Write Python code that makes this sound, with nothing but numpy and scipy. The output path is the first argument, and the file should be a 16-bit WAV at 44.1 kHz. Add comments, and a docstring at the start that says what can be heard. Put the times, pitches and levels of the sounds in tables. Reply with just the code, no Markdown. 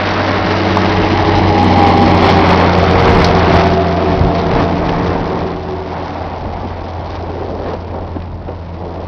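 """Diesel truck passing a parked tractor

A diesel truck drones past an open yard at steady speed, its pitch sinking by the Doppler effect.
Exhaust is two harmonics, whines are steady and smeared tones, road noise is filtered noise echoed off a
parked tractor; a fine digital crackle from the recorder rides on its hiss. Low noise makes the wind,
decaying noise sharp ticks. A small, dull camera microphone rounds off the loudest peaks."""
import sys
import numpy as np
from scipy import signal
from scipy.io import wavfile

SR = 44100
rng = np.random.default_rng(int(sys.argv[2]) if len(sys.argv) > 2 else 0)


def unload_wav(signal):
    """Save mono or channel-first audio to the path in sys.argv[1] as 16-bit WAV at rate SR, clipped to [-1, 1]."""
    wavfile.write(
        sys.argv[1],
        SR,
        np.round(np.clip(np.atleast_2d(signal).T, -1, 1) * 32767).astype(np.int16),
    )


N = 399987
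TIME = np.arange(N) / SR

FIRING_HZ, SPEED_M_PER_S, SOUND_SPEED_M_PER_S = 91.1, 21.9, 343
CLOSEST_S, CLOSEST_DISTANCE_M = 1.97, 27.4
ROAR_TOP_HZ, HISS_BOTTOM_HZ = 1000, 1450   # roar and hiss levels blend in between
BREEZE_DB = -33   # steady wind, before the gain in wind()
MICROPHONE_TOP_HZ, BAND_EDGE_HZ, CUTOFF_HZ = 5650, 6794, 15800

# Exhaust harmonics: t/s, fundamental level/dB, second harmonic level/dB
EXHAUST_LEVELS = [(0.0, -23, -34), (0.8, -19, -20), (1.1, -19, -30), (1.7, -16, -20), (3.5, -17, -18),
                  (4.0, -21.5, -21), (4.6, -21.5, -21.5), (5.0, -27, -22), (5.8, -28.5, -31),
                  (6.8, -26.5, -51), (7.9, -26, -39.5), (9.07, -27, -33.5)]
# Whines beamed past the yard: multiple of firing rate, peak t/s, half length/s (-3 dB),
# peak level/dB, roughness/0-1
WHINE_TONES = [(2.35, 2.4, 0.54, -27, 0.6), (2.67, 1.88, 0.29, -18.5, 0.21), (3.33, 1.2, 1.0, -23, 0.04),
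               (3.47, 1.9, 0.55, -20, 0.8), (3.4, 4.4, 0.9, -25.5, 1), (3.671, 0.95, 0.38, -25, 0.4),
               (4.45, 1.1, 0.54, -21.5, 0.6), (4.37, 2.11, 0.3, -20.5, 0), (4.352, 3.54, 0.71, -19, 0.25),
               (4.351, 5.47, .42, -24.5, 0.5), (5.329, 3.0, 0.25, -19.5, 0),
               (5.331, 4.67, 0.6, -25.5, 0.03), (6.331, 0.48, 0.49, -27, 0.2),
               (6.355, 2.5, 0.44, -25.5, 0.5), (6.998, 0.18, 0.91, -31.5, 0), (7.842, 3.57, 0.92, -24, 0.5),
               (7.998, 3.7, 0.6, -23, 0.5), (8.8, 1.89, 0.54, -17, 0.7)]
# Road noise course; road_noise() keeps only its shape: t/s, roar level/dB, hiss level/dB
ROAD_LEVELS = [(0.0, -21, -29), (1.15, -18.5, -29), (1.95, -14.5, -28.5), (2.7, -16.5, -29),
               (3.58, -15, -29.5), (3.76, -19.5, -34), (4.25, -20, -37), (5.4, -22, -41), (5.6, -29, -45.5),
               (7.65, -30, -48), (8.35, -35.5, -55), (9.07, -35, -51)]
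# Road noise spectrum: f/Hz, relative density/dB per Hz
ROAD_SPECTRUM = [(110, -7.5), (200, -1), (320, -1), (520, -2), (750, -0.5), (1000, -4), (1300, -10.5),
                 (1600, -12), (2100, -13.5), (2700, -20), (3800, -23), (5000, -31), (6300, -53)]
# Brief swells and one dip of road noise: peak t/s, rise/s, fall/s, lift/dB, centre f/Hz, width/octaves
ROAD_SWELLS = [(0.2, 0.34, 0.25, 1.5, 1080, .3), (1.85, 0.48, .28, -6.5, 1420, 0.21),
               (2.33, 0.078, 0.043, 3.5, 2800, 1.1), (2.6, .1, .06, 3.5, 1150, 1.5),
               (3.151, 0.12, 0.074, 3, 1500, 1.3), (3.59, 0.059, 0.036, 3.5, 1700, .9),
               (4.38, 0.026, 0.044, 3.5, 3000, 0.82), (4.61, .07, 0.021, 6, 1700, 1.6),
               (4.99, 0.17, 0.23, 4.5, 1700, .5), (6.079, .16, 0.15, 4.5, 1500, 1.1),
               (6.3, .5, .7, 4, 760, .25), (7.149, 0.061, 0.028, 4.5, 2800, 1.1),
               (7.5, 0.22, 0.19, 9, 410, .45), (7.73, .07, .018, 6.5, 1200, 2.1),
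               (7.96, .025, 0.086, 9.5, 420, 1.2), (8.501, 0.024, 0.032, 9, 400, 0.98),
               (8.86, .07, .22, 9.5, 420, .9)]
# Echoes off the tractor's bonnet, then its rear wheel: strongest t/s, half length/s, lag/ms, strength/0-1
TRACTOR_ECHOES = [(1.692, 0.97, 0.975, 0.19), (8.2, 0.45, 2.1, 0.1)]
# Ticks: onset t/s, onset level/dB, low f/Hz, high f/Hz, 60 dB decay/s
TICK_EVENTS = [(0.7708, -13.5, 1000, 5200, 0.019), (0.77, -4.5, 540, 1200, 0.035),
               (1.595, -15, 980, 4500, 0.03), (3.2434, -10.5, 3630, 6000, 0.05),
               (4.192, -21, 800, 5500, 0.014), (4.351, -24, 696, 5000, 0.023),
               (4.892, -17, 1200, 3800, 0.022), (8.201, -33, 890, 4000, 0.018),
               (8.221, -27, 700, 4450, 0.01)]
# Gusts, before the gain in wind(): peak t/s, half length/s, level/dB
WIND_GUSTS = [(1.3, 0.2, -22.5), (2.092, 1.3, -29.5), (2.204, 0.053, -30), (3.09, 0.23, -18.5),
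              (3.55, 0.11, -20), (4.197, 0.078, -18.5), (4.55, 0.12, -21), (5.043, 0.25, -23.5),
              (6.5, 0.072, -30), (7.7, .15, -33.5), (8.397, 0.48, -37)]
# Wind spectrum: f/Hz, relative density/dB per Hz
WIND_SPECTRUM = [(20, -11), (35, 1.5), (65, -1), (110, -0.5), (160, -4), (250, -11), (500, -32)]
# Dull buffets: peak t/s, level/dB, half length/s, top f/Hz
WIND_BUFFETS = [(4.23, -16, 0.02, 180), (4.548, -16.5, 0.014, 220), (5.03, -16, 0.012, 221),
                (6.65, -22, 0.012, 400), (8.165, -17.5, 0.0087, 468), (8.488, -20.5, 0.0057, 620)]
# Recorder's digital crackle, following the hiss level: t/s, power weight/0-1
CRACKLE_WEIGHT = [(0, 0.28), (3.4, 0.38), (4.2, 0.42), (5.6, 0.67), (9.07, 0.63)]


def doppler_hz():
    """Firing rate as heard: high while the truck nears, low as it leaves."""
    along_m = SPEED_M_PER_S * (TIME - CLOSEST_S)
    receding_m_per_s = SPEED_M_PER_S * along_m / np.hypot(along_m, CLOSEST_DISTANCE_M)
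    return FIRING_HZ / (1 + receding_m_per_s / SOUND_SPEED_M_PER_S)


def exhaust(phase, first_db, second_db, flutter_db=0.5):
    """The muffler leaves two clean harmonics of the firing rate."""
    first = from_db(first_db + flutter_db * drift(12)) * np.sin(phase)
    second = from_db(second_db + flutter_db * drift(8)) * np.sin(2 * phase)
    return np.sqrt(2) * (first + second)


def whines(phase, smear=0.031):
    """Engine orders and tread tones share the Doppler glide; rough parts are smeared around their lines."""
    out = np.zeros(N)
    for multiple, peak_s, half_s, level_db, rough in WHINE_TONES:
        rough = np.clip(rough, 0, 1)
        width_hz = smear * multiple * FIRING_HZ
        cosine, sine = np.cos(multiple * phase), np.sin(multiple * phase)
        steady = np.sqrt(2 * (1 - rough)) * cosine
        smeared = np.sqrt(rough) * (drift(width_hz) * cosine + drift(width_hz) * sine)
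        envelope = 1 / np.sqrt(1 + ((TIME - peak_s) / half_s) ** 4)
        out += from_db(level_db) * envelope * (steady + smeared)
    return out


def road_noise(phase, sway_db=0.74, flicker_db=0.7, grain_db=3.0, grain_above_hz=2000, throb_db=1.0):
    """Rumble, tyre roar and hiss throb slightly with the firing; the treble is grainy."""
    sway, grain = drift(17), drift(170)
    shared_db = sway_db * sway + throb_db * np.cos(phase)
    centres_hz, noises = zip(*bands(ROAD_SPECTRUM, count=24))
    out = np.zeros(N)
    for hz, noise, level_db in zip(centres_hz, noises, road_levels_db(np.array(centres_hz))):
        course = rms_one(from_db(level_db))   # the spectrum table alone sets the band balance
        band_grain_db = grain_db * hz ** 2 / (hz ** 2 + grain_above_hz ** 2)
        wobble_db = shared_db + flicker_db * drift(10) + band_grain_db * grain
        out += noise * course * from_db(wobble_db)
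    return from_db(-15.5) * out


def road_levels_db(hz):
    """Course at each frequency: roar below, hiss above, plus the swells near it."""
    roar_db, hiss_db = in_time(ROAD_LEVELS)
    hiss_share = np.interp(np.log(hz), np.log([ROAR_TOP_HZ, HISS_BOTTOM_HZ]), [0, 1])[:, None]
    lifts_db = np.array([db * np.exp(-0.5 * (np.log2(hz / centre_hz) / octaves) ** 2)
                         for *_, db, centre_hz, octaves in ROAD_SWELLS])
    shapes = np.array([bell(peak_s, rise_s, fall_s) for peak_s, rise_s, fall_s, *_ in ROAD_SWELLS])
    return (1 - hiss_share) * roar_db + hiss_share * hiss_db + lifts_db.T @ shapes


def tractor_echoes(x, slide_ms_per_s=0.067):
    """Reflections a millisecond or two late comb the sound; the comb slides as the source moves."""
    for peak_s, half_s, lag_ms, peak in TRACTOR_ECHOES:
        strength = peak * bell(peak_s, half_s)
        sliding_lag_ms = lag_ms - slide_ms_per_s * (TIME - peak_s)
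        echo = np.interp(TIME - sliding_lag_ms / 1000, TIME, x)
        x = (x + strength * echo) / np.sqrt(1 + strength ** 2)
    return x


def ticks():
    """Sharp cracks: band noise with sudden onset and fast exponential decay."""
    out = np.zeros(N)
    for onset_s, level_db, low_hz, high_hz, t60_s in TICK_EVENTS:
        age_s = np.clip(TIME - onset_s, 0, 1)
        out += (TIME >= onset_s) * from_db(level_db - 60 * age_s / t60_s) * band_noise(low_hz, high_hz)
    return out


def wind(lump_db=2.5, gain_db=1.9):
    """Lumpy low noise from breeze and gusts on the microphone, plus short buffets."""
    gust_power = sum((from_db(db) * bell(peak_s, half_s)) ** 2 for peak_s, half_s, db in WIND_GUSTS)
    force = np.sqrt(from_db(BREEZE_DB) ** 2 + gust_power)
    rumble = sum(noise for _, noise in bands(WIND_SPECTRUM, count=9))
    out = rumble * force * from_db(gain_db + lump_db * drift(16))
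    for peak_s, level_db, half_s, top_hz in WIND_BUFFETS:
        out += from_db(level_db) * band_noise(90, top_hz) * bell(peak_s, half_s)
    return out


def recorder_crackle(per_s=480, spread_db=4.0, clump_db=0.5, gain_db=4.0, low_hz=1700, high_hz=5700):
    """Fine dry digital crackle of the recorder, following the hiss: random clicks of either sign."""
    born = rng.random(N) < per_s / SR
    size_db = spread_db * np.minimum(rng.exponential(1, N), 3) + clump_db * drift(35)
    clicks = born * from_db(size_db) * rng.choice([-1, 1], N)
    sos = signal.butter(2, [low_hz, high_hz], "band", fs=SR, output="sos")
    filtered = rms_one(signal.sosfilt(sos, clicks + 1e-18))
    hiss_db, = road_levels_db(np.sqrt([low_hz * high_hz]))
    weight = np.clip(in_time(CRACKLE_WEIGHT)[0], 0, 0.95)
    return from_db(hiss_db + gain_db) * np.sqrt(weight) * filtered


def from_db(db):
    """Decibels to gain."""
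    return 10 ** (np.asarray(db) / 20)


def rms_one(x):
    """Scale to unit power."""
    return x / np.sqrt(np.mean(x ** 2) + 1e-20)


def in_time(rows):
    """Interpolate each column of a time table to every sample."""
    s, *columns = np.transpose(rows)
    return [np.interp(TIME, s, column) for column in columns]


def at_hz(points, hz):
    """Read a spectrum on a log-frequency axis."""
    table_hz, table_db = np.array(points).T
    return np.interp(np.log(hz), np.log(table_hz), table_db)


def bell(peak_s, rise_s, fall_s=None):
    """Gaussian of height 1, symmetric unless the fall is given."""
    half_s = rise_s if fall_s is None else np.where(TIME < peak_s, rise_s, fall_s)
    return np.exp(-0.5 * ((TIME - peak_s) / half_s) ** 2)


def drift(rate_hz):
    """Random wander of unit power: noise through a two-pole low-pass at SR / 20, interpolated."""
    pole = np.exp(-2 * np.pi * rate_hz * 20 / SR)
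    noise = rng.standard_normal(N // 20 + 4002)
    slow = signal.lfilter([1], [1, -2 * pole, pole * pole], noise)[4000:]   # drop the settling
    return np.interp(np.arange(N) / 20, np.arange(len(slow)), rms_one(slow))


def band_noise(low_hz, high_hz):
    """Noise between two frequencies, unit power."""
    sos = signal.butter(2, [low_hz, min(high_hz, 0.45 * SR)], "band", fs=SR, output="sos")
    return rms_one(signal.sosfilt(sos, rng.standard_normal(N + SR))[SR:])


def bands(spectrum, count):
    """Centres and noises of a filter bank that follows the spectrum, unit power in all."""
    edges_hz = np.geomspace(spectrum[0][0], spectrum[-1][0], count + 1)
    centres_hz = np.sqrt(edges_hz[1:] * edges_hz[:-1])
    gains = from_db(at_hz(spectrum, centres_hz)) * np.sqrt(np.diff(edges_hz))
    gains = gains / np.linalg.norm(gains)
    return [(hz, gain * band_noise(low_hz, high_hz))
            for hz, gain, low_hz, high_hz in zip(centres_hz, gains, edges_hz, edges_hz[1:])]


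def scene():
    """Passing diesel, ticks, wind and the recorder's crackle at one microphone."""
    phase = 2 * np.pi * np.cumsum(doppler_hz()) / SR
    # the crackle follows the road noise through the same comb
    road_and_crackle = tractor_echoes(road_noise(phase) + recorder_crackle())
    tones = exhaust(phase, *in_time(EXHAUST_LEVELS)) + whines(phase)
    return (tones + road_and_crackle + ticks() + wind())[None]


def record(dry, ceiling=1.0, knee=9.1):
    """The camera passes a narrow band; overload rounds off the highest peaks."""
    dull = signal.sosfilt(signal.butter(12, MICROPHONE_TOP_HZ, fs=SR, output="sos"), dry)
    narrow = signal.sosfilt(signal.ellip(10, 0.1, 70, BAND_EDGE_HZ, fs=SR, output="sos"), dull)
    rounded = ceiling * np.sign(narrow) * np.tanh(np.abs(narrow / ceiling) ** knee) ** (1 / knee)
    return signal.sosfilt(signal.ellip(10, 0.1, 80, CUTOFF_HZ, fs=SR, output="sos"), rounded)


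dry = scene()
out = record(dry)
unload_wav(out)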